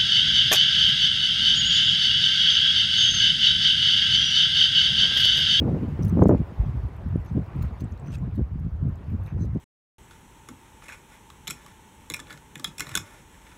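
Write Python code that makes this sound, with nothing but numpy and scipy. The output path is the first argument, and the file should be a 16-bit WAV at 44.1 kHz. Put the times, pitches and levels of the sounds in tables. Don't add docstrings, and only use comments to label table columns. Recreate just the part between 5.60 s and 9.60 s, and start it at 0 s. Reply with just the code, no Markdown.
import sys
import numpy as np
from scipy import signal
from scipy.fft import rfft, irfft
from scipy.io import wavfile
from scipy.ndimage import uniform_filter1d, map_coordinates

SR = 44100
rng = np.random.default_rng(int(sys.argv[2]) if len(sys.argv) > 2 else 0)


def generate_wav(signal):
    frames = np.transpose(np.atleast_2d(signal))
    scaled = np.clip(frames, -1, 1) * 32767
    pcm = np.round(scaled).astype(np.int16)
    wavfile.write(sys.argv[1], SR, pcm)


N = 176400

# (frequency [Hz], relative strength per Hz [dB])
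HUSH_SPECTRUM = [(20, -26.5), (70, 7.5), (300, 5), (600, 0), (1000, -1.5), (1500, -8), (2300, -14),
                 (3300, -22), (4800, -29), (6200, -32), (9000, -36.5), (16000, -39.5)]
# (time [s], level [dB])
HUSH_LEVEL = [(0, -44), (.35, -43), (0.849, -45.5), (1.05, -45), (1.6, -48), (2.02, -46), (2.3, -48),
              (2.551, -48.5), (2.852, -52), (3.2, -52), (3.45, -49), (3.681, -50.5), (4, -51.5)]
HUSH_PATCH_DB = 2

# (middle [s], length [s], level at the middle [dB], tilt above 1500 Hz [dB/octave])
BRUSHES = [(0.461, .028, -61, 18), (.492, 0.018, -53, 17.5), (1.684, .039, -58.5, -3.5),
           (2.01, 0.23, -55, -10), (2.033, 0.054, -63, -2), (2.209, 0.022, -58.5, 3),
           (2.495, .06, -59, 0.5), (2.541, 0.039, -51.5, 3), (3.693, 0.052, -54, -8), (3.675, .09, -76, 17),
           (3.82, .06, -66, 6)]
# (frequency [Hz], relative strength per Hz [dB])
LEAF_SPECTRUM = [(1200, 9.5), (2100, 6.5), (2760, 7.5), (3050, 1.5), (3800, 0.5), (4850, -3.5), (5230, 0),
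                 (5600, -5.5), (6150, 4), (7000, -11), (9000, -10.5), (10500, -29.5), (11700, -19),
                 (13300, -24), (16000, -35)]
BRUSH_GRAIN, BRUSH_GRAIN_HZ = 0.41, 198
# (middle [s], length [s], level at the middle [dB])
SQUEAKS = [(1.686, .04, -72), (3.824, 0.039, -61.5)]
# (frequency [Hz], width [Hz], relative strength [dB])
SQUEAK_MODES = [(4090, 120, 2), (6120, 240, 6)]
UNEVEN_DB, UNEVEN_HZ = 4.5, 477

# (start [s], level [dB], ring frequency [Hz], snap compared with ring [dB])
TICKS = [(.425, -51.5, 5700, -5), (.432, -46.5, 5660, -6), (.448, -53, 12400, 4), (.453, -61, 5600, 9),
         (.481, -53, 10900, -2), (.635, -49.5, 6550, -2.5), (.672, -61, 5400, 7), (.684, -51.5, 7000, 3.5),
         (.695, -58, 7200, 6.5), (1.566, -66, 9700, -11), (1.648, -64, 11770, 1), (1.661, -64, 11900, -2),
         (2.022, -57.5, 4200, 5), (2.026, -51, 15000, -0.5), (2.205, -55, 4200, 1), (2.21, -60, 14900, -10),
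         (2.242, -59, 7900, -5), (2.321, -58.5, 6250, -11), (2.376, -63, 4000, -3),
         (2.397, -59.5, 7900, -5), (2.471, -56, 2600, -6), (2.547, -50, 3670, -13), (2.584, -60, 7100, -11),
         (2.752, -68, 14500, 4.5), (2.758, -63, 3860, 3), (2.778, -66, 3780, -6), (3.636, -68, 11600, 1),
         (3.662, -57.5, 3850, -1), (3.671, -62, 11800, -1)]
# (frequency [Hz], relative strength per Hz [dB])
SNAP_SPECTRUM = [(1500, -6), (3500, -9), (6000, -2.5), (9000, -4.5), (16000, -6)]
TICK_RING_S, TICK_WIDTH_HZ = 0.0011, 570
TICK_TAIL_S, TICK_TAIL_DB = 0.012, -19
CRACKLE_PER_S, CRACKLE_DB, CRACKLE_SPREAD_DB = 41, -80.5, 17

# (middle [s], length [s], level at full push [dB], eddy rate at full push [Hz])
PUFFS = [(0.027, 0.072, -22.5, 234.4), (0.086, .055, -22, 313.8), (0.131, 0.024, -21, 238),
         (0.163, .04, -24.5, 252), (0.222, 0.066, -25.5, 232.3), (0.307, 0.12, -29, 175.6),
         (0.407, 0.029, -22.5, 170), (.458, .06, -19, 162.5), (0.542, .062, -19, 177.3),
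         (.588, 0.037, -19.5, 370), (0.615, 0.031, -14.5, 170), (0.629, 0.031, -14.5, 462),
         (0.662, 0.021, -11, 257), (0.703, .028, -16.5, 481.4), (.738, 0.044, -17.5, 447),
         (.72, .06, -19, 167.5), (0.807, .03, -19.5, 181.5), (1.001, 0.037, -17, 60.5),
         (1.068, 0.065, -24.5, 127.8), (1.174, .066, -26.5, 117.7), (1.246, 0.027, -24.5, 129.4),
         (1.497, 0.14, -27, 119.3), (1.579, 0.049, -26, 150), (1.732, .05, -27, 128),
         (1.775, 0.041, -20.5, 237.3), (1.815, 0.025, -29, 97.5), (1.96, 0.018, -26.5, 219),
         (2.017, 0.082, -24.5, 137.4), (2.125, 0.025, -30, 137.5), (2.232, .041, -26, 161.3),
         (2.328, 0.042, -31.5, 109), (2.519, .18, -32, 130.7), (2.656, .09, -26.5, 150.3),
         (2.742, .04, -28, 75.3), (2.797, .04, -21.5, 165.5), (2.819, 0.027, -21, 76),
         (2.952, 0.067, -27, 99), (3.038, 0.08, -26.5, 127.6), (3.132, 0.043, -28, 58.7),
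         (3.259, 0.1, -23, 138.2), (3.517, 0.08, -24.5, 140.2), (3.62, .13, -32, 88),
         (3.758, 0.073, -25, 144.2), (3.823, .061, -24.5, 171.2), (3.888, 0.089, -29.5, 129.7),
         (3.955, 0.038, -23.5, 167)]
# (frequency [multiples of the eddy rate], relative strength [dB])
EDDY_SPECTRUM = [(.1, -18.5), (.3, -1), (.6, -1.5), (1, -5), (1.8, -21), (3, -37.5), (5, -60.5), (10, -94),
                 (30, -120)]
PUFF_EDGE = 2.8
CHURN, CHURN_HZ = 0.15, 106.6
RATE_FOLLOWS = 0.2
EDDY_EVENNESS = 0.79
DRAUGHT_DB, DRAUGHT_HZ = -39, 92.1
MIC_LOW_HZ = 57.8
# (middle [s], peak before bass cut [dB], time scale of the spike [s])
SLAPS = [(.117, -11.5, 0.00061), (0.393, -12.5, 0.00067), (.573, -8, 0.00044), (.594, -8.5, 0.00032),
         (.626, -12, 0.0002), (0.657, -2.5, 0.00033), (0.694, -2, 0.00029), (0.748, -8, 0.00032),
         (.816, -9, 0.00096), (1.248, -16, 0.0016), (1.5589, -6, 0.00071), (1.776, -9, 0.00075),
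         (2.794, -18, 0.00042)]
SLAP_LOW_HZ = 111

EDGE_HZ = 15900


def amp(db):
    return 10 ** (np.asarray(db) / 20)


def unit(x):
    return x / np.sqrt(np.mean(x ** 2) + 1e-30)


def read(points, f):
    at, db = np.transpose(points)
    return np.interp(np.log(f + 1), np.log(at), db)


def add(mix, start, sound):
    at = int(round(start * SR))
    sound = sound[max(-at, 0):]
    part = mix[max(at, 0):][:len(sound)]
    part += sound[:len(part)]


def add_centred(mix, middle, sound):
    add(mix, middle - len(sound) / SR / 2, sound)


def noise(shape, size):
    spectrum = rfft(rng.standard_normal(size))
    return unit(irfft(spectrum * shape(np.fft.rfftfreq(size, 1 / SR)), size))


def waver(hz, size):
    return noise(lambda f: 1 / (1 + (f / hz) ** 2) ** 2, size)


def peak(f, hz, width):
    return 1 / (1 + (2 * (f - hz) / width) ** 2)


def uneven(f):
    bins = int(UNEVEN_HZ / f[1]) + 1
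    return amp(UNEVEN_DB * unit(uniform_filter1d(rng.standard_normal(len(f)), bins)))


def swell(length, size):
    t = (np.arange(size) - size / 2) / SR
    return np.exp(-abs(2 * t / length) ** PUFF_EDGE / 2)


def far_trees():
    steady = noise(lambda f: amp(read(HUSH_SPECTRUM, f)), N)
    z = signal.stft(steady, SR, nperseg=1024, noverlap=768)[2]
    patches = uniform_filter1d(rng.standard_normal(z.shape), size=14, axis=0)
    patches = unit(uniform_filter1d(patches, size=5, axis=1))
    z = z * amp(HUSH_PATCH_DB * patches)
    hush = unit(signal.istft(z, SR, nperseg=1024, noverlap=768)[1][:N])
    return hush * amp(np.interp(np.arange(N) / SR, *np.transpose(HUSH_LEVEL)))


def leaf_brush(length, tilt):
    def tone(f):
        tilt_db = tilt * np.log2(np.maximum(f, 1500) / 1500)
        bass_cut = f / (f + 1000)
        return amp(read(LEAF_SPECTRUM, f) + tilt_db) * bass_cut * uneven(f)

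    stroke = swell(length, size=8192)
    rub = noise(tone, len(stroke))
    grain = np.exp(BRUSH_GRAIN * waver(BRUSH_GRAIN_HZ, len(stroke)))
    return stroke * unit(rub * grain)


def twig_squeak(length):
    def tone(f):
        return sum(amp(db) * peak(f, hz, width) for hz, width, db in SQUEAK_MODES)

    stroke = swell(length, size=8192)
    return stroke * noise(tone, len(stroke))


def rubbing():
    out = np.zeros(N)
    for middle, length, db, tilt in BRUSHES:
        add_centred(out, middle, amp(db) * leaf_brush(length, tilt))
    for middle, length, db in SQUEAKS:
        add_centred(out, middle, amp(db) * twig_squeak(length))
    return out


def tick(hz, snap_db):
    ring = noise(lambda f: peak(f, hz, TICK_WIDTH_HZ), size=2048)
    snap = noise(lambda f: amp(read(SNAP_SPECTRUM, f)) * uneven(f), size=2048)
    t = np.arange(len(ring)) / SR
    burst = t / TICK_RING_S * np.exp(1 - t / TICK_RING_S)
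    tail = np.exp(-t / TICK_TAIL_S) * (1 - np.exp(-t / TICK_RING_S))
    fade = burst + amp(TICK_TAIL_DB) * tail
    both = unit(ring * fade) + amp(snap_db) * unit(snap * fade)
    return both * np.sqrt(np.mean(fade ** 2))


def twigs():
    clear, tiny = np.zeros(N), np.zeros(N)
    for start, db, hz, snap_db in TICKS:
        add(clear, start, amp(db) * tick(hz, snap_db))
    count = int(CRACKLE_PER_S * N / SR)
    for when, size, pitch in rng.random((count, 3)):
        level = amp(CRACKLE_SPREAD_DB * size ** 2)
        add(tiny, when * N / SR, level * tick(4000 + 10000 * pitch, 1.5))
    return clear + amp(CRACKLE_DB) * unit(tiny)


def eddies(push, hz):
    base_hz = 700
    field = noise(lambda f: amp(read(np.array(EDDY_SPECTRUM) * [base_hz, 1], f)), len(push))
    strength = uniform_filter1d(field ** 2, size=90, mode="wrap")
    strength = uniform_filter1d(strength, size=90, mode="wrap")
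    field = field / strength ** (EDDY_EVENNESS / 2)
    speed = np.exp(CHURN * waver(CHURN_HZ, len(push)))
    travel = np.cumsum(speed * push ** RATE_FOLLOWS) * hz / base_hz
    passing = map_coordinates(field, [travel], order=3, mode="grid-wrap")
    pressure = push * speed * passing
    low_cut = signal.butter(5, MIC_LOW_HZ, "high", fs=SR, output="sos")
    return unit(signal.sosfilt(low_cut, pressure)) * np.sqrt(np.mean(push ** 2))


def slap(width):
    t = (np.arange(2048) - 1024) / SR
    spike = 1 / np.cosh(t / width)
    return signal.lfilter(*signal.butter(2, SLAP_LOW_HZ, "high", fs=SR), spike)


def buffeting():
    out = amp(DRAUGHT_DB) * eddies(np.ones(N), DRAUGHT_HZ)
    for middle, length, db, hz in PUFFS:
        push = swell(length, size=20000)
        add_centred(out, middle, amp(db) * eddies(push, hz))
    for middle, db, width in SLAPS:
        add_centred(out, middle, amp(db) * slap(width))
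    return out


def scene():
    return (far_trees() + rubbing() + twigs() + buffeting())[None]


def record(dry):
    band_limit = signal.firwin(511, EDGE_HZ, window=("kaiser", 9), fs=SR)
    return signal.oaconvolve(dry, band_limit[None], "same")


dry = scene()
out = record(dry)
generate_wav(out)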